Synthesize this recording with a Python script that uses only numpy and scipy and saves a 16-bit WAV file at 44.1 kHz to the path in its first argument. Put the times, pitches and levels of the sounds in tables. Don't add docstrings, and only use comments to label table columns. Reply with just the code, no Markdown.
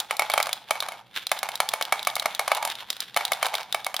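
import sys
import numpy as np
from scipy import signal
from scipy.fft import rfft, irfft, next_fast_len
from scipy.io import wavfile
from scipy.ndimage import map_coordinates

SR = 44100
rng = np.random.default_rng(int(sys.argv[2]) if len(sys.argv) > 2 else 0)


def output_pcm(signal):
    pcm = np.clip(np.atleast_2d(signal).T, -1, 1) * 32767
    wavfile.write(sys.argv[1], SR, np.round(pcm).astype(np.int16))


N = 176400
SIZE = 16384
T = np.arange(SIZE) / SR
HZ = np.fft.rfftfreq(SIZE, 1 / SR)

# f/Hz, level/dB
RUMBLE_TONE = [(150, -55), (350, -21.5), (600, -5), (850, 6), (1100, -3.5), (1600, -6.5), (1950, -11.5),
               (2240, -6.5), (2650, -13), (3600, -12.5), (6000, -20.5), (8000, -26), (13000, -24),
               (16000, -70)]


def amp(db):
    return 10 ** (np.asarray(db) / 20)


def unit(x):
    return x / np.sqrt(np.mean(x ** 2) + 1e-20)


def along(points, hz):
    f, v = np.transpose(points)
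    return np.interp(np.log(hz + 1), np.log(f + 1), v)


def wobble(per_s):
    points = rng.standard_normal(int(N * per_s / SR) + 4)
    return map_coordinates(points, [np.arange(N) * per_s / SR])


def filtered(x, response):
    m = next_fast_len(N + SR // 2)
    return irfft(rfft(x, m) * response(np.fft.rfftfreq(m, 1 / SR)), m)[..., :N]


def low_cut(hz, edge_hz):
    return (1j * hz / (1j * hz + edge_hz)) ** 2


def causal(db):
    cepstrum = irfft(np.log(amp(db)))
    cepstrum[1:SIZE // 2] *= 2
    cepstrum[SIZE // 2 + 1:] = 0
    return np.exp(rfft(cepstrum))


def add(track, start_s, x):
    i = max(round(start_s * SR), 0)
    n = min(SIZE, N - i)
    track[:, i:i + n] += x[:, :n]


def ring(modes, detune, vary_db=2):
    out = np.zeros(SIZE)
    for hz, db, t60 in modes:
        fade = amp(db + vary_db * rng.normal() - 60 * T / t60)
        out += fade * np.sin(2 * np.pi * hz * (1 + detune * rng.normal()) * T)
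    return out


def scatter(db, t60):
    spray = rng.standard_normal((2, SIZE)) * amp(-60 * T / t60)
    return amp(db) * spray / np.linalg.norm(spray[0])


def patter(per_s, spread_db, size=N):
    strength = amp(spread_db * np.clip(rng.standard_normal(size), -2, 2))
    return unit((rng.random(size) < per_s / SR) * strength * rng.choice([-1, 1], (2, size)))


def touch():
    return scatter(db=-2.5, t60=0.022) + [T == 0, np.zeros(SIZE)]


def blow(body, contacts, level_db, treble_db, treble_hz=4340):
    x = irfft(rfft(body) * rfft(contacts))
    x /= np.sqrt(np.mean(x[0, :int(.006 * SR)] ** 2))
    hardness = causal(treble_db / (1 + (treble_hz / (HZ + 1)) ** 4))
    return amp(level_db) * irfft(rfft(x) * hardness)


def rolling(levels, response, bumps_per_s, bump_db, flutter_db):
    drive = rng.standard_normal((2, N)) + amp(bump_db) * patter(bumps_per_s, spread_db=3)
    sound = signal.fftconvolve(drive, irfft(response)[None], axes=1)[:, :N]
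    level_db = np.interp(np.arange(N) / SR, *np.transpose(levels))
    return unit(sound) * amp(level_db + flutter_db * wobble(per_s=35))


def spread(pair):
    # f/Hz, likeness (1 = the same)
    likeness = [(60, 0.32), (300, 0.72), (1000, 1), (3000, 0.92), (5000, 0.77), (8000, 0.21), (15000, 0.17)]
    angle = lambda hz: np.arccos(np.clip(along(likeness, hz), -1, 1)) / 2
    mid, side = filtered(pair, lambda hz: np.array([np.cos(angle(hz)), np.sin(angle(hz))]))
    return np.array([mid + side, mid - side])


def room_noise():
    # f/Hz, level/dB
    tone = [(25, -9), (60, 18), (95, 9), (122, 26.5), (150, 14.5), (192, 23), (260, 14.5), (500, 16.5),
            (1500, 2), (5000, -40), (15000, -43)]
    return unit(filtered(rng.standard_normal((2, N)), lambda hz: amp(along(tone, hz))))


def room_echo(x):
    # f/Hz, t60/s
    fade_times = [(200, 0.51), (900, 0.4), (3500, 0.44), (11000, 0.25)]
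    out = np.zeros((2, N))
    for i in range(0, N, SIZE // 2):
        hz, t, noise = signal.stft(rng.standard_normal((2, SIZE)), SR, nperseg=256)
        fade = amp(-60 * t / along(fade_times, hz)[:, None])
        tail = signal.istft(noise * fade, SR, nperseg=256)[1][:, :SIZE]
        tail *= 1 - np.exp(-T / 0.0022)
        tail /= np.linalg.norm(tail[0])
        echo = signal.fftconvolve(x[None, i:i + SIZE // 2], tail, axes=1)[:, :N - i]
        out[:, i:i + echo.shape[1]] += echo
    return out


def chute_roll():
    # t/s, level/dB
    levels = [(0, -51), (.42, -50.5), (.68, -52), (.84, -69), (1.02, -62), (1.17, -44.5), (1.25, -61),
              (1.4, -64), (2.05, -50), (2.8, -46), (2.96, -53), (3.11, -52.5), (3.3, -51), (3.7, -53),
              (4, -58)]
    # f/Hz, level/dB
    tone = [(200, -22), (800, -11), (1500, -1), (2500, -3.5), (3500, 3), (4500, -8.5), (6000, -15.5),
            (8000, -19.5), (11500, -15.5), (16000, -21)]
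    return rolling(levels, causal(along(tone, HZ)), bumps_per_s=200, bump_db=1, flutter_db=7)


def dish_roll():
    # t/s, level/dB
    levels = [(0, -34.5), (.09, -51.5), (.42, -38.5), (.68, -65), (.76, -43.5), (.95, -50), (1.04, -58.5),
              (1.27, -71.5), (1.38, -45.5), (2.4, -51), (2.66, -42), (2.82, -60), (3.14, -69.5),
              (3.22, -41), (3.6, -40.5), (3.7, -53), (4, -73)]
    return rolling(levels, causal(along(RUMBLE_TONE, HZ)), bumps_per_s=310, bump_db=5.5, flutter_db=6.5)


def rim_roll(hum_hz=904, width_hz=250):
    # t/s, level/dB
    levels = [(2.515, -90), (2.525, -30.5), (2.6, -38.5), (2.69, -36), (2.87, -94)]
    resonance = 1j * HZ * width_hz / (hum_hz ** 2 - HZ ** 2 + 1j * HZ * width_hz)
    return rolling(levels, resonance ** 2, bumps_per_s=160, bump_db=-1, flutter_db=3)


def hops():
    # t/s, level/dB
    hits = [(.4586, -32), (1.156, -46), (1.168, -41), (1.1945, -42.5), (1.2941, -39), (1.5185, -35),
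            (1.576, -41), (1.718, -36), (1.8524, -29.5), (2.182, -38), (2.226, -32.5), (2.7202, -32),
            (3.0378, -45), (3.4852, -35), (3.5822, -32), (3.6098, -34.5), (3.6314, -37)]
    # f/Hz, level/dB
    tone = [(300, -34), (800, -8), (1800, -8), (3600, 1), (6500, -14.5), (14000, -16)]
    out = np.zeros((2, N))
    tap = irfft(causal(along(tone, HZ)))
    for start_s, db in hits:
        add(out, start_s, blow(tap, touch(), db, treble_db=0))
    return out


def clicks(boost_db=2):
    # t/s, level before the boost/dB, treble/dB
    hits = [(0.0021, -23.5, 1.5), (0.1684, -39, 10), (0.318, -31.5, 5), (0.428, -25.5, 4.5), (0.53, -21, 0),
            (0.8044, -24.5, 2.5), (0.833, -31, -7), (1.2689, -26.5, 4.5), (1.39, -35, 7.5),
            (1.5556, -31.5, 7.5), (1.6897, -22.5, 1), (1.825, -22.5, -1), (1.994, -28, -8),
            (2.0292, -30, -1.5), (2.05, -29.5, -6), (2.101, -25, -13), (2.1552, -33.5, 13),
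            (2.1976, -24.5, 2.5), (2.3493, -31, 4.5), (2.5494, -35.5, 12), (2.701, -28, -4),
            (2.754, -33.5, -3.5), (2.9034, -21.5, -0.5), (2.9292, -33.5, -1), (2.967, -35.5, -4),
            (3.0046, -29, 7.5), (3.0265, -36, -2), (3.1445, -30.5, -12), (3.252, -22.5, 1.5),
            (3.28, -29.5, -9.5), (3.3337, -22.5, -4.5), (3.4574, -22.5, -3), (3.553, -25, 3),
            (3.7258, -23, -0.5), (3.8463, -32.5, 3), (3.9656, -24, -0.5)]
    # f/Hz, level/dB
    tone = [(100, -20), (400, -23), (800, -9.5), (2000, 1), (3200, 21), (4800, 17.5), (6500, 12),
            (8500, 10.5), (11000, 9.5), (14000, 6.5)]
    # f/Hz, level/dB, t60/s
    modes = [(794, -38, 0.034), (3103, -21, 0.0083), (4054, -7, 0.0034), (4930, -23, 0.0055)]
    out = np.zeros((2, N))
    snap = irfft(causal(along(tone, HZ)))
    for start_s, db, treble_db in hits:
        body = snap / np.abs(snap).max() + ring(modes, detune=.018)
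        add(out, start_s, blow(body, touch(), db + boost_db, treble_db))
    return out


def skid(landing_db, t60=0.26):
    judder = patter(per_s=600, spread_db=5, size=SIZE)
    sound = unit(irfft(rfft(judder) * causal(along(RUMBLE_TONE, HZ))))
    return sound * amp(0.78 * landing_db - 18.5 - 60 * T / t60)


def landings(rebound_s=0.00208, slap_treble_db=1.5, slap_hz=1830):
    # t/s, level/dB, treble/dB, slap compared with the push/dB
    hits = [(0.1096, -19, 0, -14), (0.1947, -15.5, 5, -1), (0.221, -20.5, -3.5, -17),
            (0.2997, -21.0, 3.5, -7), (0.3373, -16.5, 6, 5), (0.378, -15, 1, -9.5), (0.402, -17, -3, -9),
            (0.4697, -25.5, 1.5, -5), (0.4926, -29, 2, -8), (0.708, -15.0, 5.5, 5.5),
            (0.7541, -30, -2.5, 4), (0.8249, -25, 0, -14), (0.8864, -27, 4, 0), (0.9206, -33, 2.5, -7),
            (1.3164, -15.5, 6, 2), (1.4307, -22.0, 5, -11), (1.489, -26.5, 5, -1), (1.6028, -14.5, 4, -7.5),
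            (1.7364, -19, 6.5, 9), (1.812, -22, -0.5, -14), (1.924, -13.5, 3.5, 2.5),
            (2.0717, -16, 5, -3.5), (2.1648, -22.5, 2, 4), (2.2222, -30.5, 1, -6), (2.2578, -16, 1.5, 3.5),
            (2.3941, -18.0, 6, 4.5), (2.4787, -20, 3.5, 0), (2.5174, -13, -2, -2.5),
            (2.5704, -33.5, 10, -8), (2.6267, -26.5, 8, 2), (2.6507, -24, 11, 0), (2.6749, -29, 7, 1),
            (3.1635, -17.5, 7.5, 8), (3.1721, -16.5, 1, -6.5), (3.2094, -25.5, -3, -9),
            (3.3192, -17, 7.5, 3), (3.4278, -16.5, 7, 4.5), (3.4657, -23, 2.5, -7),
            (3.5404, -23.5, 3.5, -2), (3.7457, -18.0, 4, 4.5), (3.8651, -22, 6, 8),
            (3.9427, -25.5, 6.5, -2), (3.9937, -28, 2, -7)]
    # f/Hz, level/dB
    tone = [(60, -32.5), (330, -28.5), (430, -7.5), (560, 2.5), (800, 0), (1200, 0.5), (1800, -10.5),
            (2400, -4.5), (3000, -18), (3700, -10), (5500, -18.5), (8000, -20), (11000, -15.5),
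            (14000, -25)]
    # f/Hz, level/dB, t60/s
    modes = [(788, -52.5, 0.28), (856, -41.5, 0.51), (2264, -21, 0.042), (3114, -26, 0.027),
             (3535, -30, 0.02)]
    out = np.zeros((2, N))
    thud = irfft(causal(along(tone, HZ)))
    hard_slap = causal(slap_treble_db * HZ ** 2 / (HZ ** 2 + slap_hz ** 2))
    for start_s, db, treble_db, slap_db in hits:
        delay_s = rebound_s * (1 + .04 * rng.normal())
        slap = amp(slap_db) * hard_slap * np.exp(-2j * np.pi * HZ * delay_s)
        chatter = rfft(scatter(db=2, t60=0.027)) * low_cut(HZ, 1430)
        contacts = chatter + [1 - slap, np.zeros_like(slap)]
        body = thud / np.abs(thud).max() + ring(modes, detune=0.014)
        add(out, start_s, blow(body, irfft(contacts), db, treble_db) + skid(db))
    return filtered(out, lambda hz: low_cut(hz, 45))


def scene():
    plastic = landings() + amp(1) * dish_roll() + amp(0.5) * chute_roll() + rim_roll()
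    steel = filtered(clicks() + hops(), lambda hz: low_cut(hz, 500))
    echo = room_echo(plastic[0] + amp(-3) * steel[0])
    return spread(plastic + steel + amp(-14) * echo + amp(-62) * room_noise())


def record(dry, peak=.7, soften_hz=15400, top_hz=16400):
    # f/Hz, level/dB
    balance = [(300, -1), (700, -1.5), (1200, -1), (4000, -.5), (6400, -3.5), (7400, -4.5), (8500, 1),
               (10200, 4.5), (11800, 1.5), (15000, -4.5)]
    # f/Hz, phase/rad
    lead = [(1000, 0.11), (2900, 0.19), (5000, 0.17), (7000, -0.9), (7700, 2.5), (10100, 0.86),
            (11500, -1.4), (14200, 1.6)]
    sides = np.array([[.5], [-.5]])
    x = filtered(dry, lambda hz: amp(sides * along(balance, hz)) * np.exp(1j * sides * along(lead, hz)))
    x = x / (1 + np.abs(x / peak) ** 6) ** (1 / 6)
    return filtered(x, lambda hz: 1 / (1 + (hz / top_hz) ** 120) / np.sqrt(1 + (hz / soften_hz) ** 30))


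dry = scene()
out = record(dry)
output_pcm(out)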